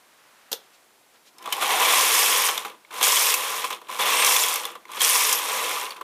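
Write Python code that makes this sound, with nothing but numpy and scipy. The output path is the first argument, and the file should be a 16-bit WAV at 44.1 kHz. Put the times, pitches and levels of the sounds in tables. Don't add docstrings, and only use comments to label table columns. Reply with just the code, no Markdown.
import sys
import numpy as np
from scipy import signal
from scipy.fft import rfft, irfft
from scipy.io import wavfile
from scipy.ndimage import uniform_filter1d

SR = 44100
rng = np.random.default_rng(int(sys.argv[2]) if len(sys.argv) > 2 else 0)


def file_out(sig):
    cols = np.atleast_2d(sig).T
    lim = np.clip(cols, -1, 1)
    pcm = np.round(lim * 32767).astype(np.int16)
    wavfile.write(sys.argv[1], SR, pcm)


N = 265903
TIME = np.arange(N) / SR


# f/Hz, width/Hz, level/dB
STAND_RESONANCES = [(119, 39, -22), (160, 85, -24), (202.5, 13, -6), (254, 41, -3.5), (268, 33, -2.5),
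                    (348, 62, 2)]
BED_RESONANCES = [(398.3, 35, -10.5), (448, 61, -7), (504.7, 45.5, -4), (563.5, 47.6, -7), (596, 72, -7),
                  (764, 29, -9.5), (821, 21, -2), (1016, 98, 1.5), (1165, 152, 1.5), (1324, 503, -7)]
SHELL_RESONANCES = [(1750, 380, -2), (2028, 373, 5), (2180, 346, 5.5), (2655, 394, 3), (2957, 516, 1.5),
                    (3280, 230, 3.5), (3500, 260, 1), (4110, 640, -5.5)]
# f/Hz, level/dB
STEEL_TONE = [(100, -51), (1500, -10), (3000, -23), (4000, -9.5), (4700, -0.5), (5600, 3), (6300, 1),
              (7000, 1), (8000, -0.5), (9000, 2), (10400, -0.5), (12000, 1), (13000, -1.5), (14300, -6),
              (15500, -6)]
def machine():
    slide_stand, slide_bed, slide_shell, slide_steel = sliding()
    hit_bed, hit_shell, hit_steel, ping = clacks()
    stand = body(slide_stand + from_db(-21.5) * hit_bed, STAND_RESONANCES, low_hz=102, high_hz=454)
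    bed = body(slide_bed + hit_bed, BED_RESONANCES, low_hz=306, high_hz=2040)
    shell = body(slide_shell + hit_shell, SHELL_RESONANCES, low_hz=1110, high_hz=5100)
    steel = colour(slide_steel + hit_steel, STEEL_TONE)
    return stand + bed + shell + steel + ping + singing_parts() + loose_parts()


def sliding():
    bed, shell, steel, stand = part_strengths()
    share = tick_share(steel)
    hits = needle_hits()
    force_db = 0.86 * spread(len(hits))
    shell_ticks = chatter(hits, force_db, variety_db=4)
    on_shell = from_db(-1.87) * shell * blend(shell_ticks, grit(per_s=3500, spread_db=2), share)
    steel_ticks = chatter(hits, force_db, variety_db=5)
    on_steel = from_db(-1.82) * steel * blend(steel_ticks, grit(per_s=5700, spread_db=1.5), share)
    on_stand = stand * grit(per_s=3400, spread_db=3)
    on_bed = bed * grit(per_s=2500, spread_db=4)
    return on_stand, on_bed, on_shell, on_steel


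# t/s, length/s, speeding up/s, slowing down/s, top speed/(needles per s)
PUSHES = [(1.324, 1.47, 0.88, .66, 249), (2.86, 0.97, 0.34, 0.38, 218), (3.8, 1.02, .48, .62, 232),
          (4.834, 1.226, 0.41, 0.58, 206)]
def speed():
    out = np.zeros(N)
    for start, length, rise, fall, top in PUSHES:
        ease = np.minimum((TIME - start) / rise, (start + length - TIME) / fall)
        out += top * np.sin(np.pi / 2 * np.clip(ease, 0, 1))
    return out


def needles_passed():
    return np.cumsum(speed()) / SR


def part_strengths():
    cams = cam_force()
    bed = np.hypot(friction(level_db=-32, steepness=1.81, drag_db=5.6), from_db(-10.5) * cams)
    shell = np.hypot(friction(level_db=-31.5, steepness=2.45, drag_db=7.26), from_db(-5.5) * cams)
    steel = np.hypot(friction(level_db=-30.5, steepness=3.36, drag_db=5.2), cams)
    stand = friction(level_db=-55.5, steepness=0.63, drag_db=6.3)
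    return bed, shell, steel, stand


def friction(level_db, steepness, drag_db):
    drive = np.tanh(speed() / 110)
    return from_db(level_db + drag_db * drag() + sticking_db()) * drive ** steepness


# t/s, length/s, load (1 is a firm pull)
DRAGS = [(1.604, .8, 1.1), (1.795, 0.14, 0.53), (3.987, 0.29, 1.24), (4.19, 0.017, 0.18), (5.48, .36, .35)]
def drag(ease_s=1.5):
    out = np.zeros(N)
    for start, length, load in DRAGS:
        easing = np.exp(-np.maximum(TIME - start, 0) / ease_s)
        out += load * held(start, length, attack_s=0.0086, release_s=0.068) * easing
    return out


# t/s, dip/dB
STICKS = [(1.69, 2.5), (2.648, 5.5), (2.905, 7), (3.642, 1.5), (3.703, 6.5), (3.814, 5), (3.884, 8),
          (3.99, 4.5), (4.057, 3), (5.905, 5), (5.96, 9)]
def sticking_db(build_s=0.035, rebound_s=0.076, rebound_share=0.24):
    out = np.zeros(N)
    for t, dip_db in STICKS:
        sink = -np.exp(-((TIME - t) / build_s) ** 2)
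        rebound = rebound_share * np.exp(-((TIME - t) / rebound_s) ** 2)
        out += dip_db * np.where(TIME < t, sink, rebound)
    return out


# t/s, length/s, fade-in/s, first level/dB, last level/dB
NEEDLE_GROUPS = [(1.796, 0.68, 0.19, -22, -24), (2.124, .13, 0.032, -31, -37),
                 (3.01, 0.3, 0.036, -21, -21.5), (4.236, 0.31, 0.04, -18, -29),
                 (4.987, 0.35, 0.06, -19.5, -24)]
def cam_force():
    out = np.zeros(N)
    for start, length, fade_in, first_db, last_db in NEEDLE_GROUPS:
        level_db = np.interp(TIME, [start, start + length], [first_db, last_db])
        out += from_db(level_db) * held(start, length, fade_in, release_s=0.03)
    return out


def tick_share(steel, cam_ticks=0.95, rail_ticks=0.31, blur_per_s=205):
    in_cams = (cam_force() / (steel + 1e-9)) ** 2
    return in_cams * cam_ticks / (1 + (speed() / blur_per_s) ** 4) + (1 - in_cams) * rail_ticks


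def needle_hits(wobble=0.046):
    passed = needles_passed()
    needles = np.arange(1, int(passed[-1]) - 1)
    places = needles + wobble * rng.standard_normal(len(needles))
    return np.minimum(np.searchsorted(passed, places), N - 1)


def chatter(hits, force_db, variety_db, t60=0.024):
    out, edges_hz = 0, np.geomspace(700, 16000, num=9)
    decay = from_db(-120 / (t60 * SR))
    for low, high in zip(edges_hz, edges_hz[1:]):
        kicks = np.zeros(N)
        kicks[hits] = from_db(force_db + variety_db * spread(len(hits))) ** 2
        power = signal.lfilter([1 - decay], [1, -decay], kicks + 1e-12)
        power /= uniform_filter1d(power, size=3500) + 1e-9
        out += np.sqrt(power) * soft_filter(rng.standard_normal(N), [low, high], "band")
    return rms_one(out)


# t/s, bed level/dB, shell level/dB
RAIL_KNOCKS = [(1.457, -31, -32.5), (1.4743, -25.5, -43), (1.6236, -17.5, -22), (2.485, -20.5, -19),
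               (2.6486, -26.5, -30.5), (2.907, -40, -44), (2.937, -48, -40), (3.01, -20.5, -21),
               (3.6415, -23.5, -24.5), (3.7035, -28, -26.5), (3.726, -33, -27.5), (3.8147, -43, -45),
               (3.8922, -31.5, -42), (3.99, -23.5, -43), (4.2225, -28, -17), (4.7524, -33, -41),
               (4.89, -44, -50), (4.971, -28, -31), (5.153, -26, -20), (5.7069, -26.5, -41),
               (5.9079, -45, -39), (6.0103, -30, -37.5)]
# t/s, shell level/dB, steel level/dB, f/Hz, fade time/s
LEVER_CLICKS = [(1.383, -46, -44, 5230, 0.03), (1.425, -46, -42, 3030, 0.033),
                (1.5244, -21.5, -22, 3040, 0.061), (1.705, -26, -27, 2730, 0.026),
                (2.5774, -18, -17, 3550, 0.014), (2.8484, -44, -64, 2180, 0.021),
                (3.07, -16, -25, 3770, .015), (3.1218, -20.5, -18, 3280, 0.038),
                (3.168, -19, -35, 3310, .034), (3.34, -21, -14, 2620, 0.044),
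                (4.2464, -22, -13, 2685, 0.029), (4.3645, -18.5, -17, 3480, .027),
                (4.436, -23.5, -22, 3373, 0.044), (4.557, -27.5, -21, 2630, 0.045),
                (4.6529, -22.5, -21.5, 3490, 0.018), (4.8534, -37.5, -48, 2133, 0.017),
                (4.9162, -43, -35.5, 3300, .037), (5.0067, -18.5, -21, 3240, .029),
                (5.327, -30, -13.5, 3170, 0.036), (5.388, -28, -24, 3300, 0.022),
                (5.9064, -30.5, -39, 4525, 0.024)]
def clacks():
    t, bed_db, shell_db = np.transpose(RAIL_KNOCKS)
    knocks = strike(t, bed_db, shell_db, steel_db=shell_db - 7, t60=np.full(len(t), 0.054))
    t, shell_db, steel_db, ring_hz, t60 = np.transpose(LEVER_CLICKS + slam_clicks())
    clicks = strike(t, shell_db - 7.5, shell_db, steel_db, t60)
    on_bed, on_shell, on_steel = knocks + clicks
    return on_bed, on_shell, on_steel, pings(t, shell_db + 4, ring_hz, t60 * 1.03)


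# t/s, level/dB
CAM_SLAMS = [(3.0287, -8), (5.016, -11.5)]
def slam_clicks(count=13, ring_hz=3280, t60=0.018):
    passed, needles, rows = needles_passed(), np.arange(count), []
    for start, first_db in CAM_SLAMS:
        times = np.searchsorted(passed, passed[int(start * SR)] + needles) / SR
        levels_db = first_db - 4.5 * np.log2(1 + needles)
        rows += [(t, db - 5.5, db, ring_hz, t60) for t, db in zip(times, levels_db)]
    return rows


def strike(times, bed_db, shell_db, steel_db, t60):
    on_bed = bursts(times, bed_db, t60, rise_s=0.0005) * grit(per_s=11000, spread_db=4)
    on_bed[(times * SR).astype(int)] += from_db(bed_db + 20)
    on_shell = bursts(times, shell_db + 0.5, t60, rise_s=0.00084) * rng.standard_normal(N)
    on_steel = bursts(times, steel_db + 3.5, t60 * 0.77, rise_s=0.00065) * rng.standard_normal(N)
    return np.array([on_bed, on_shell, on_steel])


def pings(times, levels_db, pitches_hz, t60s):
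    out = np.zeros(N)
    for t, db, hz, t60 in zip(times, levels_db, pitches_hz, t60s):
        start = int(t * SR)
        age = TIME[:min(N - start, SR // 8)]
        fade = hit_shape(age, db, t60, rise_s=0.00017)
        out[start:start + len(age)] += fade * np.sin(2 * np.pi * hz * age)
    return out


# t/s, length/s, f/Hz, width/Hz, level/dB
RUBS = [(1.77, 0.39, 800, 130, -30), (3.07, 0.058, 3280, 170, -35), (3.367, .06, 11800, 450, -33),
        (4.2, 0.097, 8555, 349.6, -27.5), (4.418, 0.023, 7240, 291, -23), (5.14, 0.1, 9510, 350.3, -26),
        (5.364, 0.052, 11700, 453.6, -29), (5.618, 0.38, 514.3, 69.5, -40)]
def singing_parts():
    return sum(from_db(db) * swell(t, length) * rub(hz, width) for t, length, hz, width, db in RUBS)


def loose_parts():
    _, shell, steel, _ = part_strengths()
    springs = from_db(-10) * shell * tinkle(low_hz=2010, high_hz=3614, per_s=220, width_hz=67, count=11)
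    latches = from_db(-12.5) * steel * tinkle(low_hz=5520, high_hz=12660, per_s=300, width_hz=81, count=20)
    return springs + latches


def tinkle(low_hz, high_hz, per_s, width_hz, count):
    taps, kind = grit(per_s, spread_db=1), rng.integers(0, count, N)
    trace = 1e-18 * rng.standard_normal(N)
    pitches = np.geomspace(low_hz, high_hz, count)
    return rms_one(sum(resonate(taps * (kind == k) + trace, hz, width_hz) for k, hz in enumerate(pitches)))


# t/s, body level/dB, body fade time/s, snap level/dB
LANDINGS = [(0.5156, -19.5, 0.042, -32), (0.529, -24, 0.054, -8)]
# f/Hz, level/dB
HOLLOW_TONE = [(60, -39), (150, -19), (270, -8), (400, 5), (650, -2), (1100, 0.5), (1500, -8), (2300, -9),
               (3200, -4), (4400, -8), (6000, -2), (10000, -13), (13000, -1), (15500, -25)]
SNAP_TONE = [(100, -40), (1500, -21), (3300, 2.5), (5500, -3), (7000, -9), (10500, -8), (13200, 2),
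             (15500, -13)]
def hand_tool():
    t, body_db, t60, snap_db = np.transpose(LANDINGS)
    skitter = bursts(t, body_db, t60, rise_s=0.0017) * rng.standard_normal(N)
    snap = bursts(t, snap_db, t60s=np.full(len(t), 0.0075), rise_s=0.00024) * rng.standard_normal(N)
    return colour(skitter, HOLLOW_TONE) + colour(snap, SNAP_TONE)


# t/s, length/s, f/Hz, level/dB
RUSTLES = [(0.386, 1, 1160, -58.5), (0.745, .035, 3000, -57.5), (1.157, 0.038, 1200, -57),
           (1.276, 0.042, 3220, -53.5), (2.796, 0.17, 745, -61.5), (4.82, .12, 796, -59)]
def hands():
    return sum(from_db(db) * swell(t, length) * rub(hz, hz * 1.02) for t, length, hz, db in RUSTLES)


def moving_echoes(x, count=3, stretch_needles=7):
    place, out = needles_passed() / stretch_needles, 0
    for k in range(count):
        distance = np.abs((place - k) % count - count / 2)
        nearness = np.sqrt(np.clip(1 - distance, 0, 1))
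        out += room_echoes(x * nearness, low_t60=0.29, high_t60=0.31, split_hz=2750)
    return out


def room_echoes(x, low_t60, high_t60, split_hz):
    age = TIME[:SR // 3]
    lows = soft_filter(rng.standard_normal(len(age)), split_hz, "low") * from_db(-60 * age / low_t60)
    highs = soft_filter(rng.standard_normal(len(age)), split_hz, "high") * from_db(-60 * age / high_t60)
    return convolve(x, (lows + highs) * (age > 0.003))


# f/Hz, level/dB
AIR_TONE = [(18, -42), (30, -20), (71, -22), (130, -15), (359, -6), (709, -5), (921, -5), (1050, -6.5),
            (5890, -14), (11600, -15.5), (15500, -20.5)]
def still_air():
    return from_db(-59) * colour(rng.standard_normal(N), AIR_TONE)


def body(x, resonances, low_hz, high_hz):
    age = TIME[:4096]
    ring = sum((-1) ** k * from_db(db) * width * np.exp(-np.pi * width * age) * np.cos(2 * np.pi * hz * age)
               for k, (hz, width, db) in enumerate(resonances))
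    return convolve(x, soft_filter(ring, [low_hz, high_hz], "band"))


def colour(x, tone, size=4096):
    hz, db = np.transpose(tone)
    grid_hz = np.maximum(np.arange(size // 2 + 1) * SR / size, 1)
    gains = from_db(np.interp(np.log(grid_hz), np.log(hz), db))
    cepstrum = irfft(np.log(gains))
    cepstrum[1:size // 2] *= 2
    cepstrum[size // 2 + 1:] = 0
    return convolve(x, irfft(np.exp(rfft(cepstrum))))


def grit(per_s, spread_db):
    sizes = from_db(spread_db * spread(N)) * rng.choice([-1, 1], N)
    return rms_one(sizes * (rng.random(N) < per_s / SR))


def rub(hz, width_hz):
    return rms_one(resonate(rng.standard_normal(N), hz, width_hz))


def bursts(times, levels_db, t60s, rise_s):
    power = np.zeros(N)
    for t, db, t60 in zip(times, levels_db, t60s):
        start = int(t * SR)
        age = TIME[:min(N - start, SR // 4)]
        power[start:start + len(age)] += hit_shape(age, db, t60, rise_s) ** 2
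    return np.sqrt(power)


def hit_shape(age, db, t60, rise_s):
    return from_db(db - 60 * age / t60) * (1 - np.exp(-age / rise_s))


def held(start, length, attack_s, release_s):
    age = TIME - start
    return np.clip(age / attack_s, 0, 1) * np.exp(-np.maximum(age - length, 0) / release_s)


def swell(t, length):
    return np.exp(-(2 * (TIME - t) / length) ** 2)


def blend(ticks, scrape, share):
    share = np.clip(share, 0, 1)
    return np.sqrt(share) * ticks + np.sqrt(1 - share) * scrape


def resonate(x, hz, width_hz):
    r = np.exp(-np.pi * width_hz / SR)
    return signal.lfilter([1, 0, -1], [1, -2 * r * np.cos(2 * np.pi * hz / SR), r * r], x)


def soft_filter(x, hz, kind):
    return signal.sosfilt(signal.butter(2, hz, kind, fs=SR, output="sos"), x)


def convolve(x, response):
    return signal.oaconvolve(x, response / np.linalg.norm(response))[:N]


def spread(count):
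    return np.clip(rng.standard_normal(count), -2, 2)


def rms_one(x):
    return x / np.sqrt(np.mean(x ** 2) + 1e-20)


def from_db(db):
    return 10 ** (np.asarray(db) / 20)


def scene():
    knitting, tool = machine(), hand_tool()
    echoes = from_db(-13.5) * moving_echoes(knitting)
    echoes += from_db(-9) * room_echoes(tool, low_t60=0.25, high_t60=0.14, split_hz=2700)
    return (knitting + tool + echoes + hands() + still_air())[None]


def record(dry, cutoff_hz=15500):
    return signal.sosfilt(signal.ellip(12, 0.1, 80, cutoff_hz, fs=SR, output="sos"), dry)


dry = scene()
out = record(dry)
file_out(out)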